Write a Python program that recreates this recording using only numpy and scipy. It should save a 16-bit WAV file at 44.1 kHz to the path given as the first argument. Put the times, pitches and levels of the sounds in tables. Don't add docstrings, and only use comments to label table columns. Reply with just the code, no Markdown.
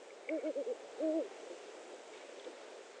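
import sys
import numpy as np
from scipy import signal
from scipy.fft import rfft, irfft
from scipy.io import wavfile
from scipy.ndimage import uniform_filter1d

SR = 44100
rng = np.random.default_rng(int(sys.argv[2]) if len(sys.argv) > 2 else 0)


def digitize_waveform(pressure):
    field = np.atleast_2d(pressure).T
    bounded = np.clip(field, -1, 1)
    quanta = np.round(bounded * 32767).astype(np.int16)
    wavfile.write(sys.argv[1], SR, quanta)


N = 132300

# frequency in Hz, relative spectral density in dB.
BACKGROUND_SPECTRUM = [(15, -69), (25, -42), (91, -44.5), (189, -25.5), (327, -7.5), (399, -0.5), (441, 0),
                       (538, -1), (641, -4.5), (1060, -16.5), (2290, -18.5), (3580, -22.5), (4370, -26),
                       (7770, -26), (9720, -40), (12600, -70.5), (21400, -120)]
# time in seconds, overall level in dB, relative murmur boost in dB.
BACKGROUND_LEVELS = [(0.0, -54, -1), (.5, -53, 0.5), (1.0, -51, 2), (1.57, -50.5, -1.5), (2.05, -51.5, 0),
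                     (2.4, -51, -1), (3.0, -51.5, -2.5)]
# place in the cycle from 0 to 1, boost in dB at BUZZ_REF_HZ.
MAINS_CRACKLES = [(.075, 3.5), (.225, 3), (.735, 5.5)]
# start in seconds, main tone's peak in dB, first and last pitch in Hz,
# length in seconds.
CHICK_PEEPS = [(0.105, -48.5, 2300, 2200, 0.0039), (0.2899, -31.5, 2220, 2200, 0.0052),
               (0.461, -52, 2250, 2200, 0.021), (2.135, -54, 2290, 2210, .012),
               (2.173, -57, 3880, 3500, 0.0072), (2.209, -57.5, 2294, 2230, 0.014),
               (2.396, -50, 3860, 2990, 0.006), (2.445, -50.5, 3850, 3100, 0.005)]
# start and length in seconds, centre and bandwidth in Hz, level in dB.
RUSTLE_PATCHES = [(.245, .24, 2260, 200, -64), (.3, .2, 1450, 800, -64), (.43, .05, 2850, 400, -66),
                  (.45, .03, 1500, 350, -61), (2.09, .15, 2900, 1800, -65)]
# start and length in seconds, top pitch in Hz, place of the top from 0 to 1,
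# squareness of the arch, level in dB.
SHORT_HOOTS = [(.28, .126, 320, .47, 2.8, -39), (.423, .099, 316, .51, 2.8, -38),
               (.549, .085, 289, .5, 2.3, -37), (.659, .076, 253, .56, 2.2, -37)]
# time in seconds, pitch in Hz, level in dB.
LONG_HOOT_CONTOUR = [(.982, 200, -60), (.994, 228, -45), (1.006, 264, -37), (1.02, 304, -38),
                     (1.04, 319, -35.5), (1.07, 318, -36), (1.092, 312, -34.5), (1.12, 303, -37),
                     (1.134, 310, -38.5), (1.147, 327, -38), (1.16, 332, -37.5), (1.176, 329, -37),
                     (1.19, 313, -35), (1.204, 288, -36), (1.226, 234, -38.5), (1.234, 216, -46),
                     (1.25, 204, -46), (1.266, 188, -49), (1.28, 180, -62)]
# pitch in Hz, fundamental relative to the second harmonic in dB.
THROAT_RESPONSE = [(180, -36), (230, -28), (255, -18), (283, -11), (300, -5.5), (315, -1), (329, 3.5)]
# start in seconds, upper mode's peak in dB, rise time and 60 dB decay
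# time in seconds, lower mode relative to the upper in dB.
NEST_BUMPS = [(1.464, -46, .01, .07, -8), (1.5, -43, .003, .2, -1), (1.933, -47, .003, .08, -10),
              (2.461, -40.5, .012, .06, -16), (2.478, -56, .005, .07, 8)]

MURMUR_TOP_HZ, MURMUR_FLICKER_DB, BAND_FLICKER_DB = 800, 1.3, .83
MAINS_HZ, CRACKLE_WIDTH_CYCLES, BUZZ_REF_HZ = 60, .035, 6500
PARTIAL_RATIO, PARTIAL_DB, RING_DB, RING_T60_S = 1.19, -10, -19, .12
HOOT_EDGE_HZ, ATTACK_S, RELEASE_S = 186, .018, .015
THIRD_HARMONIC_DB, WAVER_HZ, SHIMMER_DB = -33, 1.5, .4
NEST_MODES_HZ, MODE_SAG, SCUFF_WIDTH_HZ, SCUFF_DB = (353.5, 525), .06, 120, -11
BASS_CUT_HZ, TOP_CUT_HZ, SELF_NOISE_DB = 150, 9873, -100


def amp(db):
    return 10 ** (np.asarray(db) / 20)


def unit(x):
    return x / np.sqrt(np.mean(x ** 2))


def band(x, hz, width_hz):
    edges = [hz - width_hz / 2, hz + width_hz / 2]
    return signal.sosfilt(signal.butter(2, edges, "bandpass", fs=SR, output="sos"), x)


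def wander(rate_hz):
    hold = int(SR / rate_hz)
    steps = np.repeat(rng.standard_normal(N // hold + 1), hold)
    return unit(uniform_filter1d(uniform_filter1d(steps, hold), hold)[:N])


def murmur_and_hiss(t):
    freqs = np.fft.rfftfreq(N, 1 / SR) + 1
    hz, db = np.array(BACKGROUND_SPECTRUM).T
    spectrum = rfft(rng.standard_normal(N)) * amp(np.interp(np.log(freqs), np.log(hz), db))
    cycle = t * MAINS_HZ % 1
    buzz_db = sum(boost * np.exp(-((cycle - place) / CRACKLE_WIDTH_CYCLES) ** 2)
                  for place, boost in MAINS_CRACKLES)
    times, level_db, boost_db = np.array(BACKGROUND_LEVELS).T
    out = np.zeros(N)
    for k in range(30):
        centre_hz = 2 ** (k / 2)
        noise = irfft(spectrum * np.clip(1 - np.abs(2 * np.log2(freqs) - k), 0, 1), N)
        buzz_depth = min(centre_hz / BUZZ_REF_HZ, 1.3) ** 2
        buzz = unit(amp(buzz_depth * buzz_db))
        flicker = amp(BAND_FLICKER_DB * wander(8.91))
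        murmur_db = np.interp(t, times, boost_db) + MURMUR_FLICKER_DB * wander(14)
        out += noise * flicker * buzz * amp(murmur_db * (centre_hz < MURMUR_TOP_HZ))
    return unit(out) * amp(np.interp(t, times, level_db))


def chicks(t):
    out = np.zeros(N)
    for start, db, from_hz, to_hz, length in CHICK_PEEPS:
        progress = np.clip((t - start) / length, 0, 1)
        phase = 2 * np.pi * length * (from_hz * progress + (to_hz - from_hz) * progress ** 2 / 2)
        partial = amp(PARTIAL_DB) * (1 - progress) * np.sin(PARTIAL_RATIO * phase)
        envelope = np.sin(np.pi * progress).clip(0) ** .57
        out += amp(db) * envelope * (np.sin(phase) + partial)
        after = t - start - length
        ring = amp(db + RING_DB - 60 * np.abs(after) / RING_T60_S) * (after > 0)
        out += ring * np.sin(2 * np.pi * to_hz * after)
    return out


def rustling(t):
    out = np.zeros(N)
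    for start, length, hz, width_hz, db in RUSTLE_PATCHES:
        grains = rng.standard_normal(N) * amp(1.5 * wander(70))
        progress = np.clip((t - start) / length, 0, 1)
        envelope = np.sin(np.pi * progress).clip(0) ** .25 * (t < start + length)
        out += amp(db) * envelope * unit(band(grains, hz, width_hz))
    return out


def owl_voice(pitch):
    pitch = pitch + WAVER_HZ * wander(60)
    phase = 2 * np.pi * np.cumsum(pitch) / SR
    fundamental = amp(np.interp(pitch, *np.array(THROAT_RESPONSE).T)) * np.cos(phase)
    tone = fundamental + np.cos(2 * phase) + amp(THIRD_HARMONIC_DB) * np.cos(3 * phase)
    return np.sqrt(2) * amp(SHIMMER_DB * wander(89.3)) * tone


def owl_hoots(t):
    times, hz, db = np.array(LONG_HOOT_CONTOUR).T
    pitch = uniform_filter1d(np.interp(t, times, hz), size=400)
    gain = amp(np.interp(t, times, db)) * (t > times[0]) * (t < times[-1])
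    for start, length, top_hz, top, squareness, level_db in SHORT_HOOTS:
        on = (t > start) & (t < start + length)
        age = t[on] - start
        progress = age / length
        from_top = np.where(progress < top, 1 - progress / top, (progress - top) / (1 - top))
        pitch[on] = top_hz - (top_hz - HOOT_EDGE_HZ) * from_top ** squareness
        ramp = np.clip(np.minimum(age / ATTACK_S, (length - age) / RELEASE_S), 0, 1)
        gain[on] = amp(level_db) * np.sin(np.pi / 2 * ramp) ** 1.4
    return gain * owl_voice(pitch)


def nest_bumps(t):
    out = np.zeros(N)
    for start, db, rise, t60, lower_db in NEST_BUMPS:
        age = np.clip(t - start, 0, None)
        envelope = (1 - np.exp(-age / rise)) ** 2 * amp(-60 * age / t60)
        envelope /= envelope.max()
        for hz, mode_db in zip(NEST_MODES_HZ, (lower_db, 0)):
            mode = np.sin(2 * np.pi * hz * age * (1 - MODE_SAG * age / t60))
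            scuff = amp(SCUFF_DB) * unit(band(rng.standard_normal(N), hz, SCUFF_WIDTH_HZ))
            out += amp(db + mode_db) * envelope * (mode + scuff)
    return out


def scene():
    t = np.arange(N) / SR
    near = owl_hoots(t) + chicks(t) + rustling(t) + nest_bumps(t)
    bass_cut = signal.butter(2, BASS_CUT_HZ, "highpass", fs=SR, output="sos")
    return (signal.sosfilt(bass_cut, near) + murmur_and_hiss(t))[None]


def record(dry):
    top_cut = signal.ellip(10, .2, 70, TOP_CUT_HZ, fs=SR, output="sos")
    return signal.sosfilt(top_cut, dry) + amp(SELF_NOISE_DB) * rng.standard_normal(dry.shape)


dry = scene()
out = record(dry)
digitize_waveform(out)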